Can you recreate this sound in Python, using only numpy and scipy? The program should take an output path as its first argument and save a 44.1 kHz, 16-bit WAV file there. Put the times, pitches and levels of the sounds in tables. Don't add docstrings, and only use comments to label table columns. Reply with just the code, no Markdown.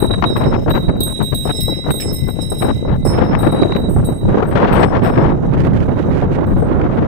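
import sys
import numpy as np
from scipy import signal
from scipy.fft import rfft, irfft, next_fast_len
from scipy.io import wavfile
from scipy.ndimage import uniform_filter1d, map_coordinates

SR = 44100
rng = np.random.default_rng(int(sys.argv[2]) if len(sys.argv) > 2 else 0)


def log_audio(samples):
    frames = np.atleast_2d(samples).T
    limited = np.clip(frames, -1, 1)
    pcm = np.round(limited * 32767).astype(np.int16)
    wavfile.write(sys.argv[1], SR, pcm)


N = 311787

# freq_hz, level_db
RUMBLE_COLOUR = [(10, -21.5), (25, -3), (50, -4), (90, -0.5), (140, 0), (250, -8), (500, -52.5),
                 (1000, -92.5)]
# time_s, depth (0-1)
CHOPPINESS = [(0, 1), (4.2, 0.98), (4.6, 0.73), (7.07, 0.42)]
# start_s, level_db, left_over_right_db
SLAPS = [(0.043, -4, 19), (0.661, -10.5, 6.5), (1.454, -7.5, 23), (1.682, -11.5, 16), (1.941, -16.5, -12),
         (2.39, -15, 15), (2.519, -8.5, 10.5), (2.85, -13.5, 2.5), (3.052, -9.5, 6), (3.526, -8.5, 7),
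         (3.963, -5.5, 3.5), (4.252, -13.5, -2), (4.374, -4.5, 14), (4.426, -4, 8.5), (4.902, -12.5, 10.5),
         (5.175, -6.5, 13), (6.223, -5, 6.5), (6.624, -7.5, 6)]
# pitch_hz, level_db, t60_s
LOWER_TWIN = [(3820, 2.5, 1)]
UPPER_TWIN = [(3859, 0, 1.0)]
SMALL_OVERTONES = [(8419, -1.5, .55), (8463, -6, .5), (10545, -8, .36), (10575, -13, .3)]
SMALL_SHIMMER = [(13500, 1, .36), (13545, -7, .25), (13600, -10, .22), (14310, -14, .15), (14392, -9, .17)]


def amp(db):
    return 10 ** (np.asarray(db) / 20)


def unit(x):
    return x / np.sqrt(np.mean(x ** 2) + 1e-20)


def curve(rows):
    return np.interp(np.arange(N) / SR, *np.transpose(rows))


def wobble(rate):
    at = np.arange(0, N + 16, 16)
    knots = rng.standard_normal((2, int(at[-1] * rate / SR) + 4))
    return np.array([np.interp(np.arange(N), at, map_coordinates(k, [at * rate / SR])) for k in knots])


def filtered(x, response):
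    size = next_fast_len(N + 8192)
    return irfft(rfft(x, size) * response(np.fft.rfftfreq(size, 1 / SR)), size)[..., :N]


def noise(colour, envelope=1):
    freq_hz, db = np.transpose(colour)
    white = rng.standard_normal((2, N)) * envelope
    return filtered(white, lambda hz: unit(amp(np.interp(np.log(hz + 1), np.log(freq_hz), db))))


def bursts(times, dbs, t60):
    envelope, t = np.zeros(N + SR), np.arange(SR // 4) / SR
    for s, db in zip(times, dbs):
        envelope[max(0, round(s * SR)):][:len(t)] += amp(db - 60 * t / t60)
    return envelope[:N]


def strokes(rows, edge_s=0.0078):
    t = np.arange(N) / SR
    return sum(amp(db) * np.clip(np.minimum(t - s, s + length + edge_s - t) / edge_s, 0, 1)
               for s, length, db in rows)


def puffs(rate, life_s):
    hits = (rng.random((2, N)) < rate / SR) * rng.exponential(size=(2, N))
    return unit(signal.lfilter([1], [1, -np.exp(-1 / (life_s * SR))], hits))


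def capped(envelope, top):
    return unit(np.tanh(unit(envelope) / top))


def flow_db():
    # time_s, level_db
    left_breeze = [(0, -19.5), (.5, -28.5), (.95, -27), (1.38, -52), (1.65, -35.5), (2.2, -37.5),
                   (2.75, -31), (3.02, -36), (3.2, -19.5), (3.6, -19), (3.89, -33), (4.05, -24.5),
                   (4.21, -37), (4.45, -20), (4.88, -19.5), (5.25, -20.5), (5.38, -31), (5.7, -28),
                   (6.4, -29.5), (6.7, -25.5), (7.07, -20.5)]
    right_breeze = [(0, -15.5), (.12, -43.5), (.45, -19.5), (.62, -37), (.95, -39), (1.16, -63),
                    (1.82, -70), (2.1, -58), (2.48, -58), (2.95, -37), (3.15, -24.5), (3.82, -26),
                    (4.21, -32), (4.6, -21.5), (5.4, -26), (5.6, -23), (6.35, -22), (7.07, -22)]
    # start_s, length_s, level_db, left_over_right_db
    gusts = [(0.132, 0.018, -15, 23), (0.207, 0.051, -13.5, 23), (0.353, 0.095, -15.5, 17.5),
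             (0.515, 0.05, -16.5, 7), (0.676, 0.039, -13, 14), (0.734, 0.047, -14, 24),
             (0.879, 0.024, -16.5, 4.5), (1.058, 0.068, -20.5, 28), (1.198, 0.04, -18, 43),
             (1.313, 0.026, -17, 49), (1.467, 0.048, -13.5, 40), (1.837, 0.045, -19.5, 49),
             (1.88, 0.038, -16, 5.5), (2.036, 0.11, -28.5, 10), (2.27, 0.037, -22, 44),
             (2.602, 0.11, -16, 15), (2.617, 0.025, -19.5, 21), (2.872, 0.094, -17.5, 19),
             (3.054, 0.12, -22, 0.5), (3.169, 0.048, -14, 10), (3.308, 0.042, -16.5, 7.5),
             (3.424, 0.05, -15.5, 19), (3.98, 0.031, -22.5, -0.5), (4.265, 0.17, -19.5, 2),
             (4.368, 0.1, -21, 8), (4.536, 0.31, -12, 8), (4.914, 0.08, -13, 13.5), (5.016, 0.31, -17, 7),
             (5.52, 0.024, -17.5, 5), (6.962, 0.03, -19, 7.5)]
    attack_s, release_s = 0.0038, 0.03
    t = np.arange(N) / SR
    wander_db = 2 * curve(CHOPPINESS) * wobble(17)
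    power = amp(np.array([curve(left_breeze), curve(right_breeze)]) + wander_db) ** 2
    for s, length, db, pan_db in gusts:
        near = slice(max(0, round(s * SR)), round((s + length + release_s) * SR))
        age = t[near] - s
        rise = np.clip(age / (attack_s + 0.092 * length), 0, 1)
        gust = rise * amp(db - 60 * np.maximum(age - length, 0) / release_s)
        power[:, near] += (gust * amp([[0], [-pan_db]])) ** 2
    return 10 * np.log10(power)


def wind():
    # freq_hz, level_db
    buffet_colour = [(40, -41.5), (100, -1), (170, -1), (330, 0.5), (550, -7.5), (900, -21.5), (1600, -64),
                     (4000, -90)]
    rasp_colour = [(200, -24.5), (500, 6.5), (900, 3), (1400, -4), (2100, -16.5), (3500, -51), (7000, -83)]
    sizzle_colour = [(700, 1), (1600, 5), (2400, -1.5), (3400, -7.5), (4800, -19), (7000, -31.5),
                     (15000, -58)]
    # time_s, level_db
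    swell = [(0, -21.5), (1.6, -20.5), (2.4, -21.5), (3.1, -21.5), (4.16, -20.5), (4.2, -23.5), (4.3, -26),
             (5.2, -19.5), (6.1, -20), (7.07, -24)]
    stall_db, lull_s, lull_depth = 16.5, .016, .75
    strength_db = flow_db() + 29.5
    choppy = curve(CHOPPINESS)
    eddies = amp(1.84 * choppy * wobble(35)) * (2 + choppy * (puffs(rate=55, life_s=0.0075) - 1))
    eddies /= 1 + amp(stall_db * (wobble(70) - 1))
    lulls = strokes([(s - lull_s, lull_s / 2, 0) for s, _, _ in SLAPS])
    eddies *= 1 - lull_depth * lulls
    grit = 0.8 + puffs(rate=150, life_s=0.0059)
    flutter = amp(2.63 * wobble(170))
    rumble_db = curve(swell) + 0.3 * np.minimum(strength_db, 4.5) + 2.84 * wobble(11)
    sizzle_db = -54.5 + 1.807 * np.minimum(strength_db, 18)
    rumble = amp(rumble_db + np.array([[1.5], [4.5]])) * noise(RUMBLE_COLOUR)
    buffet = amp(-20 + 0.49 * strength_db) * noise(buffet_colour, unit(eddies ** 1.15))
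    rasp = amp(-36 + 1.332 * strength_db) * noise(rasp_colour, capped(eddies * flutter, top=2.1))
    sizzle = amp(sizzle_db) * noise(sizzle_colour, capped(eddies * grit, top=2.6))
    return rumble + buffet + rasp + sizzle


def wind_thumps():
    # middle_s, length_s, level_db, left_over_right_db
    thumps = [(0.51, 0.11, -20, -18), (0.894, 0.054, -10, -15), (1.228, 0.076, -14.5, 7),
              (1.648, 0.15, -20.5, 27), (1.903, 0.064, -17.5, -9), (2.258, 0.11, -14, 14),
              (2.906, 0.12, -13, -4), (3.993, 0.095, -12.5, 3.5), (4.275, 0.13, -9.5, -1.5),
              (4.777, 0.26, -15.5, -22), (5.26, 0.16, -15.5, -4.5), (5.593, 0.12, -12, 10),
              (6.558, 0.23, -13.5, 10)]
    t = np.arange(N) / SR
    swell = np.zeros((2, N))
    for s, length, db, pan_db in thumps:
        near = np.abs(t - s) < length / 2
        ports = unit(amp([[pan_db], [0]]))
        swell[:, near] += amp(db) * ports * np.cos(np.pi * (t[near] - s) / length)
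    return swell * noise(RUMBLE_COLOUR)


def wind_slaps():
    # freq_hz, level_db
    slap_colour = [(60, -4.5), (200, 2), (450, 9.5), (900, -1), (1600, -17.5), (3000, -46), (7000, -64)]
    s, db, pan_db = np.transpose(SLAPS)
    ports_db = db - 10 * np.log10(1 + amp(np.outer([-1, 1], pan_db)) ** 2)
    envelope = np.array([bursts(s, port_db, t60=.075) for port_db in ports_db])
    return amp(-1) * noise(slap_colour, envelope)


def port_cracks():
    # start_s, level_db
    cracks = [(0.2238, -6), (0.2405, -1), (0.366, -13), (.548, -16.5), (0.897, -23), (1.495, -16.5),
              (1.906, -12.5), (3.351, -6.5), (3.632, -12), (3.7219, -11), (3.749, -17), (3.7635, -11),
              (5.177, -13.5), (6.815, -15.5)]
    # freq_hz, level_db
    crack_colour = [(200, -6.5), (1000, 15.5), (2500, 2.5), (4000, -12.5), (6000, -24), (9000, -38),
                    (15000, -49.5)]
    return noise(crack_colour, bursts(*np.transpose(cracks), t60=0.025)) * amp([[0], [-17]])


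def finger_rubs():
    # start_s, length_s, level_db
    rubs = [(5.523, 0.029, -33.5), (5.57, 0.054, -33), (5.632, 0.039, -30), (5.731, 0.086, -33.5),
            (5.819, 0.025, -31), (5.96, 0.08, -35.5), (6.113, 0.13, -34), (6.312, 0.051, -30)]
    # freq_hz, level_db
    rub_colour = [(400, -9.5), (1500, 8.5), (2800, -1.5), (4500, -13), (7000, -21), (11000, -27),
                  (15000, -35)]
    grit = unit(1 + puffs(rate=300, life_s=.003))
    return noise(rub_colour, strokes(rubs) * grit) * amp([[-22], [0]])


def plough():
    # time_s, level_db
    scrape = [(0, -44.5), (.8, -41), (.96, -49), (1.2, -37), (1.8, -42), (2.3, -43), (2.7, -37.5),
              (3.0, -51), (3.7, -43.5), (4.2, -47.5), (5.5, -47), (7.07, -49)]
    # start_s, level_db
    clod_hits = [(1.7376, -28.5), (1.9994, -19), (2.021, -22.5)]
    # freq_hz, level_db
    soil_colour = [(300, 20), (1400, -1.5), (3200, 2), (4600, -11.5), (6000, -2), (7500, -9), (11000, -16),
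                   (15500, -15.5)]
    knock_colour = [(600, -13.5), (1500, 8), (2400, 12), (3500, 6), (4800, -12), (6500, -17.5), (9000, -28),
                    (15000, -30)]
    drag = amp(1.8 * wobble(16)[0])
    hiss = noise(soil_colour, unit(drag * amp(3.4 * wobble(250)))) * amp([[-4], [2]])
    s, db = np.transpose(clod_hits)
    knocks = noise(knock_colour, bursts(s, db - 11, t60=0.1))
    crumbs = amp(-26) * noise(knock_colour, puffs(rate=28, life_s=.003))
    return amp(curve(scrape)) * (hiss + crumbs) + knocks


def ring(times, dbs, pan_db, modes, jolt, contact_s=.0012):
    swing_m, sway = 0.014, .15
    rattle_peak_s, rattle_depth = 0.027, 0.32
    t = np.arange(N) / SR
    last_touch = np.maximum(np.searchsorted(times, t, side="right") - 1, 0)
    age = np.maximum(t - times[last_touch], 0)
    pole = np.exp(-1 / (contact_s * SR))
    delay_s = swing_m * wobble(16)[0] / 343
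    tone = np.zeros(N, complex)
    for hz, db, t60 in modes:
        scatter_db, phase_step = rng.standard_normal((len(times), 2)).T
        kick = amp(dbs + db + scatter_db) * np.exp(1j * np.cumsum(jolt * phase_step))
        decay = kick[last_touch] * amp(-60 * age / t60) * (t >= times[0])
        tone += signal.lfilter([1 - pole], [1, -pole], decay) * np.exp(2j * np.pi * hz * (t - delay_s))
    ports = amp(np.outer([.5, -.5], np.clip(pan_db, -16, 16) + np.zeros(len(times))))
    ports /= np.sqrt(np.mean(ports ** 2, 0))
    ports = uniform_filter1d(ports[:, last_touch], size=64)
    turning = np.exp(sway * (2.5 * wobble(22) + 1j * (wobble(23) + 3 * wobble(55))))
    roughness = rattle_depth * min(jolt, 1) * age / rattle_peak_s * np.exp(1 - age / rattle_peak_s)
    skitter = np.exp(roughness * ([1, 1j] @ wobble(240)))
    return np.real(tone * turning * skitter) * ports


def sustained(times, dbs, t60):
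    fall_db = 60 * times / t60
    return np.maximum.accumulate(dbs + fall_db) - fall_db


def large_bell():
    # start_s, level_db, overtone_offset_db, lead_in_s
    strikes = [(.302, -43.5, -13.5, .015), (.45, -44, -25, 0.029), (1.455, -44.5, 12, 0.031),
               (1.565, -29.5, 1.5, .045), (2.005, -28.5, 4.5, 0.014), (2.416, -36.5, 5.5, .016),
               (2.589, -42, 10.5, .03), (3.051, -33.5, 8, 0.0046), (3.24, -42.5, -14, .02),
               (4.802, -45.5, 6, 0.017), (5.04, -44, 0.5, .02)]
    # pitch_hz, level_db, t60_s
    hum_modes = [(2045, 4, 5.1)]
    prime_modes = [(5292, 0, .75), (5305, -8, .7)]
    overtone_modes = [(7992, -1, .25), (8080, -7, .33)]
    shimmer_modes = [(9055, -8, .32), (9120, -12, .27), (9290, -10, .27), (9343, -5, .32), (13810, -12, .2),
                     (14207, -14, .2), (14350, -12, .13)]
    # freq_hz, level_db
    clank_colour = [(4200, -39), (5250, 9), (6200, -26.5), (7300, -24.5), (8000, 8.5), (8600, -10.5),
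                    (9250, -7), (10200, -18.5)]
    s, db, bright_db, lead_s = np.repeat(strikes, repeats=4, axis=0).T
    early = np.resize([1, .6, .3, 0], len(s))
    s, db = s - np.abs(lead_s) * early, db - 16 * early
    overtone_db = db + bright_db
    hum = ring(s, sustained(s, db - 16.5, t60=3.5), -24, hum_modes, jolt=0.74)
    prime = ring(s, sustained(s, db + 1, t60=0.52), -12.5, prime_modes, jolt=0.65, contact_s=0.003)
    overtones = ring(s, sustained(s, overtone_db, t60=0.22), -4, overtone_modes,
                     jolt=0.97, contact_s=0.004)
    shimmer = ring(s, sustained(s, overtone_db - 1.5, t60=.25), -12.5, shimmer_modes,
                   jolt=0.86, contact_s=0.0024)
    clank = noise(clank_colour, bursts(s, overtone_db - 12.5, t60=0.1)) * amp([[-4], [1]])
    return hum + prime + overtones + shimmer + clank


def small_bell_jangle():
    # time_s, level_db
    jostle = [(0, -52), (2.0, -42), (3.3, -48), (4.5, -55.5), (7.07, -61.5)]
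    grazes_per_s = 7.4
    s = np.cumsum(rng.uniform(.3, 1.7, size=100)) / grazes_per_s
    db = np.interp(s, *np.transpose(jostle))
    twins = ring(s, db, -12, LOWER_TWIN + UPPER_TWIN, jolt=0.81, contact_s=0.0027)
    sparkle = ring(s, db - 10.5, -9, SMALL_OVERTONES + SMALL_SHIMMER, jolt=1.8, contact_s=.005)
    return twins + sparkle


def small_bell():
    # start_s, level_db, overtone_offset_db, lower_over_upper_twin_db, shimmer_offset_db
    strikes = [(0, -28, -5.5, 0, -3.5), (0.107, -23, -20, -3, -36), (0.199, -31.5, -30, -2, -19.5),
               (0.258, -24.5, -19, 14, -18), (0.364, -33, -5, -5, -6.5), (0.697, -26, -15.5, -9.5, -2.5),
               (0.82, -33, -13.5, -5, -20), (1.005, -20, -9.5, 17, -0.5), (1.032, -21.5, -1, 12, 1.5),
               (1.13, -25, -11.5, 5.5, -24), (1.225, -28, -4.5, 14, 2), (1.345, -24, -3, 11, 2),
               (1.495, -24.5, -5.5, 3, -14), (1.606, -17, -6, -24, -5), (1.904, -27.5, 0, 8, 1.5),
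               (1.956, -30.5, -0.5, 7, 2), (2.004, -38, 7, 12, -1), (2.127, -34.5, 6.5, -23, 7),
               (2.279, -31.5, -5.5, -25, -3.5), (2.41, -32, -17, -30, -18), (2.497, -29.5, -3.5, -36, -5.5),
               (2.585, -30, -2.5, -12, -2), (2.977, -43, -10, 5, -19), (3.386, -31.5, -2, -2, -4),
               (3.513, -29.5, -6, -8, -14), (3.612, -29, -18, -5, -33), (3.757, -31, -13, -9, -11),
               (3.89, -49, 9.5, 9, 9.5), (4.045, -35.5, 4.5, -26, 1.5), (4.181, -37, -11.5, -24, -11),
               (4.464, -49.5, 2, -8, 0), (4.725, -61.5, 21, 6, 24.5), (5.033, -48.5, 1, 7, 4),
               (6.465, -56, 1, -10, 9.5), (6.575, -56, 6.5, 13, 8)]
    # start_s, level_db
    clanks = [(1.004, -26.5), (1.343, -34), (1.605, -23), (1.906, -28.5), (2.003, -23.5), (4.045, -42)]
    # start_s, length_s, level_db
    buzzes = [(3.708, .062, -35)]
    # freq_hz, level_db
    clank_colour = [(1500, -12.5), (3000, -2), (3900, 11.5), (5000, -2.5), (6500, -5), (8400, -15),
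                    (9500, -14), (10500, -1), (12000, -16.5), (13600, 12.5), (15500, 3.5)]
    buzz_colour = [(3500, -34), (3830, 5), (4020, -5), (4250, -22), (4600, -41)]
    chatter_colour = [(2500, -28.5), (3400, 0), (3900, 17), (4400, -20), (7500, -38.5), (8420, 22),
                      (9500, -39), (10560, -6), (11800, -34), (13000, -24), (13520, 24), (13900, -1),
                      (15500, -17.5)]
    s, db, bright_db, twin_db, high_db = np.transpose(strikes)
    lower_share = 1 / (1 + amp(-twin_db) ** 2)
    lower_db, upper_db = db + 10 * np.log10(lower_share), db + 10 * np.log10(1 - lower_share)
    overtone_db, shimmer_db = db + bright_db, db + high_db
    pan_db = rng.normal(-3, 5.4, len(s))
    lower = ring(s, lower_db, -23.5, LOWER_TWIN, jolt=0.2, contact_s=0.0021)
    upper = ring(s, upper_db + 0.5, -10.5, UPPER_TWIN, jolt=0.093, contact_s=0.0028)
    overtones = ring(s, overtone_db + 0.5, pan_db, SMALL_OVERTONES, jolt=0.92, contact_s=0.0049)
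    shimmer = ring(s, shimmer_db - 7, -8.5, SMALL_SHIMMER, jolt=1.3, contact_s=0.003)
    chatter_envelope = uniform_filter1d(bursts(s, shimmer_db - 0.5, t60=0.1), size=180)
    chatter = chatter_envelope * unit(noise(chatter_colour) * amp(1.9 * wobble(400)[0]))
    clank = noise(clank_colour, uniform_filter1d(bursts(*np.transpose(clanks), t60=0.072), size=70))
    buzz = noise(buzz_colour, strokes(buzzes)) * amp([[-6], [3]])
    return lower + upper + overtones + shimmer + (chatter + clank) * amp([[-3], [1]]) + buzz


def scene():
    left_lead_s = 0.00021
    bells = small_bell() + small_bell_jangle() + large_bell()
    bells = filtered(bells, lambda hz: np.exp(1j * np.pi * left_lead_s * np.outer([1, -1], hz)))
    return bells + plough() + wind() + wind_thumps() + wind_slaps() + port_cracks() + finger_rubs()


def record(dry):
    fade_s, top_hz = .003, 15750
    rounded = dry / (1 + np.abs(dry) ** 6) ** (1 / 6)
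    fade = np.clip(np.minimum(np.arange(N), np.arange(N)[::-1]) / (fade_s * SR), 0, 1)
    return filtered(rounded * fade, lambda hz: hz < top_hz)


dry = scene()
out = record(dry)
log_audio(out)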